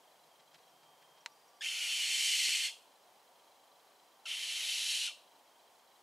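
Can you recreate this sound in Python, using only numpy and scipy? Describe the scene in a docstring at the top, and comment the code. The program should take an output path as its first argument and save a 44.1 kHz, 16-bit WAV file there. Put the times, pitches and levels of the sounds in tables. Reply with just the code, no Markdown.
"""Young barn owl screeching in a tree

From a branch come two long, harsh hisses of noise shaped by throat and perch, louder and brighter with effort;
brief harmonic squeaks open and close each one, and the crown lets them die away in scattered noise echoes.
Soft grainy rustles and a sharp snap of damped modes come first; a dull digital click falls in the first screech.
Behind lie a faint rush of coloured noise with the microphone's own hiss in its treble, narrow faint hums
and the tiny sine whines of the camera's focus motor."""
import sys
import numpy as np
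from scipy import signal
from scipy.fft import rfft, irfft, next_fast_len
from scipy.io import wavfile

SR = 44100
rng = np.random.default_rng(int(sys.argv[2]) if len(sys.argv) > 2 else 0)


def master(y):
    """Save y as 16-bit WAV."""
    cut = np.clip(np.atleast_2d(y).T, -1, 1)
    pcm = np.round(cut * 32767)  # scale
    wavfile.write(sys.argv[1], SR, pcm.astype(np.int16))


N = 265570
TIME = np.arange(N) / SR   # s
SIZE = next_fast_len(N + SR)   # padded transform length, samples
FREQS = np.maximum(np.arange(SIZE // 2 + 1) * SR / SIZE, 1)   # Hz


def from_db(db):
    """Decibels to gain."""
    return 10 ** (np.asarray(db) / 20)


def rms_one(x):
    """Scale to unit rms."""
    return x / np.sqrt(np.mean(x ** 2) + 1e-20)


def at_hz(points, hz):
    """Read a table on a log-frequency axis."""
    points = np.array(points)
    return np.interp(np.log(hz), np.log(points[:, 0]), points[:, 1])


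def bumps_db(rows):
    """Sum of bell-shaped peaks and notches."""
    return sum(db / (1 + (2 * (FREQS - hz) / width) ** 2) for hz, width, db in rows)


def coloured(x, gain_db):
    """Give a noise its spectrum."""
    return irfft(rfft(x, SIZE) * from_db(gain_db), SIZE)[..., :N]


def band(x, low_hz, high_hz, order=2):
    """Butterworth band-pass."""
    edges_hz = [low_hz, min(high_hz, SR / 2 - 100)]
    return signal.sosfilt(signal.butter(order, edges_hz, "band", fs=SR, output="sos"), x)


def drift(rate):
    """Random wander of spread 1 at about this many turns a second."""
    return rms_one(coloured(rng.standard_normal(N), -20 * np.log10(1 + (FREQS / rate) ** 2)))


def background_rush(rush_db=-65, swell_db=0.22):
    """A soft, even rush with the microphone's own hiss in the treble; wide low and middle, nearly mono treble."""
    # spectrum of the rush: (frequency [Hz], level [dB per Hz])
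    air = [(24, -58), (40, -33), (108, -23.5), (174, -17), (387, -8.5), (417, -7.5), (722, -1.5),
           (1190, -9), (1280, -12), (2770, -16), (3140, -13), (3740, -16.5), (4030, -16.5), (4350, -15.5),
           (15500, -23.5)]
    # broad humps on it: (frequency [Hz], width [Hz], level [dB])
    humps = [(965, 270, 3.5), (1500, 790, 0.5), (3170, 690, 1.5)]
    # stereo spread: (frequency [Hz], side to mid [dB])
    spread = [(60, -3), (110, -3), (200, -11), (380, -9.5), (700, -16), (1290, -11), (2380, -6.5),
              (4400, -9.5), (8120, -24), (15000, -33)]
    colour_db = at_hz(air, FREQS) + bumps_db(humps)
    mid = coloured(rng.standard_normal(N), colour_db)
    side = coloured(rng.standard_normal(N), colour_db + at_hz(spread, FREQS))
    level_db = rush_db + swell_db * drift(10)
    return from_db(level_db) * (mid + side * np.array([[1], [-1]])) / mid.std()


def faint_hums():
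    """Narrow drones swell and fade in the background: sines whose amplitude wanders at random."""
    # hums: (middle [s], half length [s], frequency [Hz], width [Hz], level [dB])
    hums = [(.7, .55, 155, 40, -85), (1.1, .7, 1163, 8, -75), (4.3, 1.6, 1165, 8, -81)]
    out = np.zeros(N)
    for middle, half_length, hz, width, db in hums:
        swell = np.exp(-((TIME - middle) / half_length) ** 2)
        drone = np.sqrt(2) * drift(width / 2) * np.sin(2 * np.pi * hz * TIME)
        out += from_db(db) * swell * drone
    return out


def focus_motor(step_s=0.0048, uneven_db=1.5, waver_db=3.0, flutter_hz=100):
    """The lens motor whines as wavering sines while it runs and pips once a frame, at random, while it hunts."""
    # steady runs: (start [s], end [s], frequency [Hz], mean level [dB], flutter depth [0-1])
    runs = [(0.691, 0.705, 5620, -72, 0), (0.715, 1.253, 3195, -76, .15), (1.204, 1.218, 5700, -68, 0),
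            (1.27, 1.61, 4800, -81.5, .9), (1.315, 1.337, 5680, -72, 0), (1.477, 1.498, 5690, -73.5, 0),
            (1.562, 1.577, 5690, -73, 0)]
    # hunting in short steps: (start [s], end [s], frequency [Hz], mean level [dB], share of steps taken [0-1])
    hunts = [(.04, .68, 3200, -68.5, .9), (.08, .7, 4000, -71, .7), (2.88, 6.0, 4010, -71.5, .65),
             (2.84, 6.0, 3200, -73, .6)]
    steps_per_s = 25   # frames a second
    out = np.zeros(N)
    waver = from_db(waver_db * drift(25))
    flutter = np.sin(2 * np.pi * flutter_hz * TIME + drift(20))
    for start, end, hz, db, depth in runs:
        gate = np.clip(np.minimum(TIME - start, end - TIME) / 0.0036, 0, 1)
        out += from_db(db) * gate * waver * (1 + depth * flutter) * np.sin(2 * np.pi * hz * TIME)
    frame = np.round(TIME * steps_per_s).astype(int)   # nearest frame of each sample
    frame_s = np.arange(frame[-1] + 1) / steps_per_s
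    pips = np.exp(-((TIME - frame_s[frame]) / step_s) ** 2)
    for start, end, hz, db, share in hunts:
        taken = (rng.random(len(frame_s)) < share) & (frame_s >= start) & (frame_s <= end)
        size = taken * from_db(db + uneven_db * rng.standard_normal(len(frame_s)))
        out += size[frame] * pips * np.sin(2 * np.pi * hz * TIME)
    return np.sqrt(2) * out   # sine peak to rms levels


def rustles(grain_db=3.0):
    """Brief grainy brushes: coloured noise of uneven strength under short bell-shaped swells."""
    # brushes: (middle [s], level [dB], half length [s])
    brushes = [(0.403, -65, 0.008), (0.55, -59.5, 0.011), (0.588, -68, .008), (.835, -63.5, 0.0073),
               (1.027, -64, .007), (1.182, -65, .008)]
    # their spectrum: (frequency [Hz], level [dB per Hz])
    colour = [(100, -40), (700, 0), (1800, 1), (5000, -1.5), (8000, -15), (15000, -27)]
    rough = rng.standard_normal(N) * from_db(grain_db * drift(400))
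    grains = rms_one(coloured(rough, at_hz(colour, FREQS)))
    return grains * sum(from_db(db) * np.exp(-((TIME - s) / length) ** 2) for s, db, length in brushes)


def snap(scatter_db=-33, scatter_s=0.0071, low_hz=450):
    """Hard contacts set a few heavily damped modes ringing; nearby surfaces smear them a little."""
    # the dry snap and its rebounds: (time [s], level [dB])
    contacts = [(1.2606, -21.5), (1.2622, -38), (1.2646, -38)]
    # ringing modes: (frequency [Hz], level [dB], 60 dB decay [s])
    modes = [(918, -20, 0.036), (1410, -17, 0.015), (2040, -4, 0.0042), (2960, -5, 0.0024),
             (4070, -12.5, 0.014), (5300, -9.5, 0.0026), (7000, -14.5, 0.0043), (8100, -20.5, 0.0043),
             (11400, -22, .002)]
    clicks = np.zeros(N) + 1e-18
    for s, db in contacts:
        clicks[round(s * SR)] = from_db(db)
    first_s, first_db = contacts[0]
    age = TIME - first_s
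    smear = rng.standard_normal(N) * (age > 0) * np.exp(-np.abs(age) / scatter_s)
    clicks += from_db(first_db + scatter_db) * smear
    out = np.zeros(N)
    for k, (hz, db, t60) in enumerate(modes):
        r, w = from_db(-60 / (t60 * SR)), 2 * np.pi * hz / SR   # decay per sample, radians per sample
        ring = signal.lfilter([0, np.sin(w)], [1, -2 * r * np.cos(w), r * r], clicks)
        out += (-1) ** k * from_db(db) * ring   # alternate polarity
    return band(out, low_hz, 15000)


def squeaks(jitter=0.032, edge_s=0.0018):
    """The syrinx sounds short clear gliding notes of unsteady pitch while the pressure is low."""
    # notes: (start [s], length [s], start pitch [Hz], end pitch [Hz], level [dB], extra fundamental [dB])
    notes = [(1.608, .007, 1740, 1670, -42, 7), (1.616, .009, 1760, 1850, -41.5, 12),
             (2.675, .014, 1720, 1690, -43.5, -6), (4.255, .015, 1430, 1340, -43.5, 0),
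             (5.072, .016, 1510, 1370, -42, -2), (5.098, .016, 1270, 1140, -53, 0)]
    # overtones: (multiple of the pitch, level before each note is scaled [dB])
    harmonics = [(1, -8), (2, 3.5), (3, -5), (4, -8.5), (5, -18), (6, -23)]
    out = np.zeros(N)
    waver = 1 + jitter * drift(300)
    for start, length, from_hz, to_hz, db, fundamental_db in notes:
        span = (TIME >= start) & (TIME < start + length + edge_s)
        t = TIME[span] - start
        pitch_hz = np.interp(t, [0, length], [from_hz, to_hz]) * waver[span]
        phase = 2 * np.pi * np.cumsum(pitch_hz) / SR
        note = rms_one(sum(from_db(level + fundamental_db * (multiple == 1)) * np.sin(multiple * phase)
                           for multiple, level in harmonics))
        edges = np.clip(np.minimum(t, length + edge_s - t) / edge_s, 0, 1)
        out[span] += from_db(db) * note * edges
    return out


def throat_hiss(jet, throat, bright_db):
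    """The jet takes the colour of throat and perch; its treble is set against the main resonance."""
    # reflections from the perch reinforce and cancel narrow bands: (frequency [Hz], width [Hz], level [dB])
    perch = [(1804, 40, 4.1), (2110, 40, 6.6), (2175, 40, -4.9), (2394, 40, 4.9), (2461, 40, -6.8),
             (2537, 60, 4.2), (2622, 40, -6.0), (2689, 40, 7.7), (2800, 60, -4.7), (2893, 40, 8.2),
             (2952, 40, -6.2), (3074, 90, 5.4), (3333, 40, -4.0), (3488, 60, 4.2), (3605, 40, -6.5),
             (3706, 90, -4.9), (4302, 40, 9.3), (4844, 40, -6.4), (4956, 40, -5.7), (5373, 60, -3.9),
             (5595, 60, 5.0), (6237, 60, -5.2), (6494, 250, 2.2), (7810, 90, -4.4), (8030, 90, 5.9),
             (8256, 90, 4.1), (9439, 250, -5.1), (10364, 500, 4.4), (12526, 140, -3.9), (13478, 140, 4.5)]
    low_cut_db = -20 * np.log10(1 + (900 / FREQS) ** 10)
    hiss = coloured(jet, at_hz(throat, FREQS) + bumps_db(perch) + low_cut_db)
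    body = coloured(hiss, np.where(FREQS < 3700, 0, -200))
    treble = rms_one(hiss - body)
    resonance = band(body, 2300, 3700, order=6)
    return body / resonance.std() + treble * from_db(bright_db)


def screech(row, throats, rasp_db=-0.78, rasp_rate=260, flutter_db=-0.15):
    """Turbulent air rasps through the throat: louder and brighter with effort, its colour shifting as the beak opens."""
    start, full_from, full_to, end, full_db, full_bright_db, thrust_after, opens_from, opens_to = row
    # effort rises quickly, swells to its full strength, holds, sags and lets go
    attack_s, attack_db = 0.026, 5.5
    swell_db_per_s, sag_db_per_s = 7, 11.5
    release_s, release_db = 0.032, 9.5
    gate_s = 0.007
    gate = np.interp(TIME, [start - gate_s, start, end, end + gate_s], [0, 1, 1, 0])
    swell_db = -swell_db_per_s * np.maximum(full_from - TIME, 0)
    sag_db = -sag_db_per_s * np.maximum(TIME - full_to, 0)
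    ends_db = np.interp(TIME, [start, start + attack_s, end - release_s, end], [attack_db, 0, 0, release_db])
    effort_db = swell_db + sag_db - ends_db
    # the first thrust of air overshoots briefly, at the main resonance
    peak_db, thrust_s, dulling = 3, 0.022, 0.75   # dulling: dB of treble lost per dB of thrust
    thrust_db = peak_db * np.exp(-((TIME - start - thrust_after) / thrust_s) ** 2)
    # harder blowing is brighter, down to the effort at which the hiss is dullest
    bright_per_effort, dullest_effort_db = 1.2, -5.5   # dB of treble per dB of effort, dB
    effort_bright_db = bright_per_effort * np.maximum(effort_db, dullest_effort_db)
    bright_db = full_bright_db + effort_bright_db - dulling * thrust_db
    opening = np.interp(TIME, [opens_from, opens_to], [0, 1])
    jet = rng.standard_normal(N) * from_db(rasp_db * drift(rasp_rate) + flutter_db * drift(30))
    half_open, wide_open = (throat_hiss(jet, throat, bright_db) for throat in throats)
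    hiss = (1 - opening) * half_open + opening * wide_open
    return gate * from_db(full_db + effort_db + thrust_db) * hiss


def digital_click():
    """One dull digital click: a single-sample impulse softened by a gentle band-pass."""
    # the click: (time [s], impulse level before filtering [dB], low-pass [Hz])
    s, db, top_hz = (2.4914, -20, 3000)
    impulse = from_db(db) * (np.arange(N) == round(s * SR))
    return band(1e-18 - impulse, 20, top_hz, order=1)


def tree_crown(x, twigs_db=-10, twigs_s=0.034, tail_db=-14, side_db=-12, build_s=0.01):
    """Near twigs scatter the treble at once; the leaves further off give a short diffuse tail."""
    # how long the leaves hold each pitch: (frequency [Hz], 60 dB decay [s])
    crown_t60 = [(1000, 0.26), (2000, 0.033), (3300, 0.48), (5000, 0.36), (7000, 0.33), (14000, 0.46)]
    t = TIME[:SR // 2]
    edges_hz = np.geomspace(800, 16000, 9)
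    twigs = band(rng.standard_normal(len(t)), 3180, 11800) * np.exp(-t / twigs_s) * (t > .001)
    white = rng.standard_normal((2, 2, len(t)))   # neighbouring bands take different noise, each mid and side
    tail = np.zeros((2, len(t)))
    for k, (low_hz, high_hz) in enumerate(zip(edges_hz, edges_hz[1:])):
        t60 = at_hz(crown_t60, np.sqrt(low_hz * high_hz))
        tail += band(white[k % 2], low_hz, high_hz) * np.exp(-np.log(1000) * t / t60)
    tail *= 1 - np.exp(-t / build_s)
    mid, side = from_db(tail_db) * tail / np.linalg.norm(tail[0])
    near = from_db(twigs_db) * twigs / np.linalg.norm(twigs)
    echoes = near + mid + from_db(side_db) * side * np.array([[1], [-1]])
    wet = signal.fftconvolve(x[None], echoes, axes=1)[:, :N]
    return (x + wet) / np.sqrt(1 + np.sum(echoes[0] ** 2))


def scene():
    """The owl in its tree, small near sounds, a dull digital click and the background."""
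    # screeches: (start [s], full effort from [s], to [s], end [s], full effort level [dB], brightness there [dB],
    # opening thrust after [s], beak opens from [s], to [s])
    screeches = [(1.619, 2.25, 2.49, 2.7026, -36, 0.6, 0.025, 1.95, 2.05),
                 (4.26, 4.92, 4.938, 5.099, -38.5, 1.7, 0.059, 4.7, 4.88)]
    # throat colour, beak half open then wide open: (frequency [Hz], level [dB per Hz])
    first_throat = [
        [(740, -49), (1250, -24.5), (1460, -16), (1640, -21), (2450, -2), (2780, -1), (3130, -1.5),
         (3700, -9.5), (4200, -10), (6530, -10.5), (9650, -19), (10600, -16.5), (11500, -23), (14000, -29),
         (15500, -37)],
        [(740, -44), (1250, -29.5), (1660, -20), (2070, -7), (2530, -4), (2970, -2), (3470, -6), (3700, -9.5),
         (4290, -6.5), (4810, -8.5), (8240, -11.5), (9650, -17.5), (10600, -18.5), (14000, -29), (15500, -41)],
    ]
    second_throat = [
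        [(740, -48), (1250, -23.5), (1660, -20), (2050, -10), (3090, -1), (3700, -6), (4290, -10.5),
         (4810, -12), (5820, -12.5), (6890, -15), (8240, -18.5), (8590, -19.5), (10400, -19), (13700, -33),
         (15500, -45)],
        [(740, -61), (1250, -28), (1400, -20), (2250, -9.5), (2610, -1.5), (3000, 0.5), (3290, -1),
         (4290, -4.5), (4710, -9), (5640, -9.5), (8240, -13.5), (9150, -15), (10200, -16), (11900, -23.5),
         (15500, -44)],
    ]
    owl = squeaks() + screech(screeches[0], first_throat) + screech(screeches[1], second_throat)
    background = background_rush() + faint_hums()
    near = focus_motor() + rustles() + snap()
    return background + near + tree_crown(owl) + digital_click()


def record(dry):
    """The top is cut steeply by an elliptic low-pass."""
    cutoff_hz = 15600
    return signal.sosfilt(signal.ellip(10, .1, 70, cutoff_hz, fs=SR, output="sos"), dry)


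dry = scene()
out = record(dry)
master(out)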